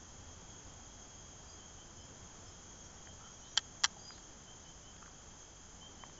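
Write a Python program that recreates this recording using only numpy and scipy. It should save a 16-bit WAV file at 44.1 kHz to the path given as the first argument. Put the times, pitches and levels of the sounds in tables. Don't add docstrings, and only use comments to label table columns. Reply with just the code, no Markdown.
import sys
import numpy as np
from scipy import signal
from scipy.fft import rfft, irfft, next_fast_len
from scipy.io import wavfile
from scipy.ndimage import uniform_filter1d, map_coordinates

SR = 44100
rng = np.random.default_rng(int(sys.argv[2]) if len(sys.argv) > 2 else 0)


def store_wav(level_fs):
    pcm = np.round(np.clip(np.atleast_2d(level_fs), -1, 1) * 32767)
    wavfile.write(sys.argv[1], SR, pcm.T.astype(np.int16))


N = 272979


def amp(db):
    return 10 ** (np.asarray(db) / 20)


def unit(x):
    return x / np.sqrt(np.mean(x ** 2) + 1e-20)


def along(points, hz):
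    point_hz, values = np.transpose(points)
    return np.interp(np.log(hz + 1), np.log(point_hz + 1), values)


def wobble(rate):
    knots = rng.standard_normal(int(N * rate / SR) + 4)
    return map_coordinates(knots, [np.arange(N) * rate / SR])


def filtered(x, response):
    size = next_fast_len(len(x) + SR // 4)
    return irfft(rfft(x, size) * response(np.fft.rfftfreq(size, 1 / SR)), size)[:len(x)]


def band(centre_hz, width_hz):
    noise = rng.standard_normal(N)
    return unit(filtered(noise, lambda f: 1 / (1 + ((f - centre_hz) / (width_hz / 2)) ** 2 / 2)))


def minimum_phase(gain):
    cepstrum = irfft(np.log(np.maximum(gain, 1e-6)))
    cepstrum[1:len(cepstrum) // 2] *= 2
    cepstrum[len(cepstrum) // 2 + 1:] = 0
    return np.exp(rfft(cepstrum))


def add(track, start_s, sound):
    part = track[max(round(start_s * SR), 0):][:len(sound)]
    part += sound[:len(part)]


# centre_hz, width_hz, gain_db
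CRACK_PEAKS = [(896, 65, 4.5), (1220, 81, 2), (1298, 94, 5.5), (1590, 50, 4.5), (1695, 28, -8),
               (1820, 54, 0.5), (2650, 67, 4), (3035, 130, -1), (3300, 130, 1.5), (4050, 90, 3.5),
               (4340, 100, 3), (4570, 130, 0), (4970, 70, 0), (5620, 62, 3), (5740, 120, 5),
               (5970, 66, 1.5), (7370, 230, -3)]
# frequency_hz, gain_db
SNAP_COLOUR = [(300, -54), (520, -23), (850, -10), (1500, -6), (2000, 2.5), (2500, -12.5), (3100, 7.5),
               (3800, -4), (4500, -3), (5800, -3.5), (6300, -6), (7200, -3), (7900, -4)]
# delay_s, gain_db, brightness_db, is_lesser
CRACK_SLIPS = [(-.0051, -10, 3.5, 1), (0, 2, 1, 0), (.0011, 0, -4.5, 0), (.0044, -5.5, 2.5, 1),
               (.0072, -8, -6, 1), (0.0158, -15, 1, 1)]
# start_s, level_db, low_body_db, treble_db, lesser_slip_db
CASING_CRACKS = [(3.5750, -33, 1, 2, -4), (3.8420, -33.2, 10, 8, 5.5)]


def casing_cracks(burst_s=0.00058, snap_db=-6.0, size=2048):
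    out, t, hz = np.zeros(N), np.arange(size) / SR, np.fft.rfftfreq(size, 1 / SR)
    peak_power = sum(amp(db) ** 2 / (1 + ((hz - centre_hz) / (width_hz / 2)) ** 2)
                     for centre_hz, width_hz, db in CRACK_PEAKS)
    body = np.sqrt(peak_power + amp(snap_db) ** 2) * amp(along(SNAP_COLOUR, hz))
    for start_s, level_db, low_db, treble_db, lesser_db in CASING_CRACKS:
        for delay_s, slip_db, bright_db, is_lesser in CRACK_SLIPS:
            grit = rfft(rng.standard_normal(size) * np.sqrt(t) * np.exp(-t / burst_s))
            colour = body * amp(along([(1300, low_db), (3000, 0), (5000, treble_db + bright_db)], hz))
            grit_colour = np.sqrt(np.abs(uniform_filter1d(np.abs(grit) ** 2, size=15)))
            slip = unit(irfft(grit * minimum_phase(colour / grit_colour)))
            add(out, start_s + delay_s, amp(level_db + slip_db + lesser_db * is_lesser) * slip)
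    return out


# start_s, level_db, pitch_hz
FINGER_TICKS = [(3.0728, -39, 1720), (4.106, -40, 1340), (4.180, -43, 1710), (4.966, -39, 3600),
                (5.027, -42, 1300), (5.0606, -41, 1500), (5.079, -46, 1190), (5.829, -42, 900),
                (6.037, -33, 1040), (6.0968, -41, 1290)]


def finger_ticks(cycles=7.2, roughness=0.6, low_hz=720, high_hz=2600):
    out, t = np.zeros(N), np.arange(SR // 50) / SR
    for start_s, db, hz in FINGER_TICKS:
        scrape = unit(filtered(rng.standard_normal(len(t)), lambda f: f / hz / (1 + (f / hz) ** 3)))
        contact = (np.sin(2 * np.pi * hz * t) + roughness * scrape) / np.sqrt(1 + 2 * roughness ** 2)
        press = 2 * (1 - np.exp(-2 * t * hz))
        add(out, start_s, amp(db - 60 * t * hz / cycles) * press * contact)
    return filtered(out, lambda f: (f / low_hz) ** 4
                    / np.sqrt((1 + (f / low_hz) ** 8) * (1 + (f / high_hz) ** 6)))


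# centre_hz, width_hz, level_db, flutter_db
INSECT_BANDS = [(3200, 270, -71, 1), (5300, 780, -72.5, 1.5), (6112, 200, -66, -1), (6504, 320, -63.5, 1),
                (7005, 410, -66, 1)]


def insect_chorus(flutter_rate=70):
    out = np.zeros(N)
    for centre_hz, width_hz, level_db, flutter_db in INSECT_BANDS:
        flutter = amp(flutter_db * wobble(flutter_rate) + 0.25 * wobble(1.6))
        out += amp(level_db) * unit(band(centre_hz, width_hz) * flutter)
    return out


# time_s, level_db
NEAR_INSECT_LEVELS = [(0, -65), (.6, -62.5), (1.65, -63), (1.9, -68), (2.8, -63), (4.0, -63.5), (4.5, -70),
                      (5.4, -65.5), (6.19, -74)]


def near_insect(wing_hz=3274, jitter=0.00695, fundamental_db=-9, strokes_db=3, swell_db=2.0):
    phase = 2 * np.pi * np.cumsum(wing_hz * (1 + jitter * wobble(220))) / SR
    tone = np.sin(2 * phase) + amp(fundamental_db) * np.sin(phase)
    song = unit(amp(strokes_db * wobble(150)) * tone)
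    level_db = np.interp(np.arange(N) / SR, *np.transpose(NEAR_INSECT_LEVELS))
    return amp(level_db + swell_db * wobble(11)) * song


def bird_notes(rows, waver_hz, flutter_db, twitter_db=0, twitter_hz=13):
    out, waver, flutter = np.zeros(N), wobble(160), wobble(110)
    for start_s, length_s, hz, glide_hz, arch_hz, db in rows:
        progress = np.linspace(0, 1, max(round(length_s * SR), 2))
        now = (round(start_s * SR) + np.arange(len(progress))) % N
        contour_hz = hz + glide_hz * (progress - .5) - arch_hz * (2 * progress - 1) ** 2
        phase = 2 * np.pi * np.cumsum(contour_hz + waver_hz * waver[now]) / SR
        syllables_db = twitter_db * np.cos(2 * np.pi * twitter_hz * length_s * (progress - .5))
        swell = np.sqrt(np.abs(np.sin(np.pi * progress))) * amp(flutter_db * flutter[now] + syllables_db)
        add(out, start_s, amp(db) * unit(swell * np.sin(phase)))
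    return out


# start_s, length_s, pitch_hz, glide_hz, arch_hz, level_db
BIRD_WHISTLES = [(1.45, .115, 4870, 20, 50, -66.5), (1.94, 0.153, 5170, 132, 19, -69.5),
                 (2.42, 0.12, 5250, 152, 20, -70), (2.74, 0.24, 5660, 71, 23, -69),
                 (3.235, 0.22, 5720, 119, -29, -69), (3.47, 0.092, 5870, 71, -1, -65),
                 (3.988, .04, 4770, 100, 0, -64), (4.025, .12, 4885, -50, 70, -57)]


def whistling_bird():
    return bird_notes(BIRD_WHISTLES, waver_hz=30, flutter_db=3.5, twitter_db=4.5)


# start_s, pitch_hz, level_db, fade_db_per_peep
PEEP_PHRASES = [(1.59, 3150, -67.5, 1), (3.045, 3160, -68, 0), (4.46, 3130, -66, 1), (5.805, 3145, -59, 5)]


def peeping_bird(length_s=.088, rise_hz=161, arch_hz=45, spacing_s=.184, sag_hz=37):
    peeps = [(start_s + k * spacing_s, length_s, hz - k * sag_hz, rise_hz, arch_hz, db - k * fade_db)
             for start_s, hz, db, fade_db in PEEP_PHRASES for k in range(3)]
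    return bird_notes(peeps, waver_hz=12, flutter_db=1.0)


# start_s, length_s, centre_hz, level_db
FAR_RUSTLES = [(3.187, 0.15, 1326, -63.5), (3.44, 0.12, 3780, -68), (3.961, 0.053, 840, -60.5),
               (4.11, 0.11, 4140, -65), (5.014, 0.046, 1350, -61)]


def rustles(width_share=0.14):
    out = np.zeros(N)
    for start_s, length_s, hz, db in FAR_RUSTLES:
        progress = np.linspace(0, 1, max(round(length_s * SR), 2))
        swell = np.sin(np.pi * np.sqrt(progress))
        add(out, start_s, amp(db) * swell * band(hz, width_share * hz)[:len(swell)])
    return out


# frequency_hz, decay_s
THICKET_DECAY = [(300, 0.25), (3000, .45), (8000, 0.25)]


def thicket_echo(sound):
    hz, t, noise = signal.stft(rng.standard_normal(SR // 2), SR, nperseg=256)
    decay = amp(-60 * t / along(THICKET_DECAY, hz)[:, None])
    tail = signal.istft(noise * decay, SR, nperseg=256)[1]
    return signal.fftconvolve(sound, tail / np.linalg.norm(tail))[:N]


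# frequency_hz, gain_db
RUMBLE_SPECTRUM = [(20, -1.5), (45, 2), (100, -3.5), (180, -5), (350, -10), (600, -12.5), (820, -11),
                   (1050, -14), (1500, -15.5), (2100, -21.5), (2600, -25), (4200, -25), (7000, -23),
                   (7800, -33)]


def far_rumble(rumble_db=-56, ebb_db_per_s=0.17, hum_db=-60, hum_fade_db_per_s=2.5):
    t = np.arange(N) / SR
    rush = unit(filtered(rng.standard_normal(N), lambda f: amp(along(RUMBLE_SPECTRUM, f))))
    drift_db = .3 * wobble(4)
    rumble = amp(rumble_db - ebb_db_per_s * t + drift_db) * rush
    hum = amp(hum_db - hum_fade_db_per_s * t) * band(centre_hz=86, width_hz=11)
    return rumble + hum


# harmonic_number, level_db
WHINE_HARMONICS = [(9, -85.5), (10, -84), (11, -77.5), (14, -92.5), (16, -87.5), (17, -80.5), (18, -83)]


def camera_whine(fundamental_hz=292.97):
    phase = 2 * np.pi * fundamental_hz * np.arange(N) / SR
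    return sum(amp(db) * unit(np.sin(k * phase + rng.uniform(0, 2 * np.pi))) for k, db in WHINE_HARMONICS)


def scene(echo_db=-7.5):
    far = whistling_bird() + peeping_bird() + rustles()
    steady = far_rumble() + insect_chorus() + near_insect() + camera_whine()
    echo = amp(echo_db) * thicket_echo(far)
    close = casing_cracks() + finger_ticks()
    return (close + steady + far + echo)[None]


def record(dry, camera_rate_hz=16000, edge_hz=7420, top_hz=8850, mirror_db=-27):
    passband = filtered(dry[0], lambda f: 1 / np.sqrt(1 + (f / edge_hz) ** 130))
    mirror = 2 * passband * np.cos(2 * np.pi * camera_rate_hz * np.arange(N) / SR)
    sampled = passband + amp(mirror_db) * mirror
    return filtered(sampled, lambda f: 1 / np.sqrt(1 + (f / top_hz) ** 160))[None]


dry = scene()
out = record(dry)
store_wav(out)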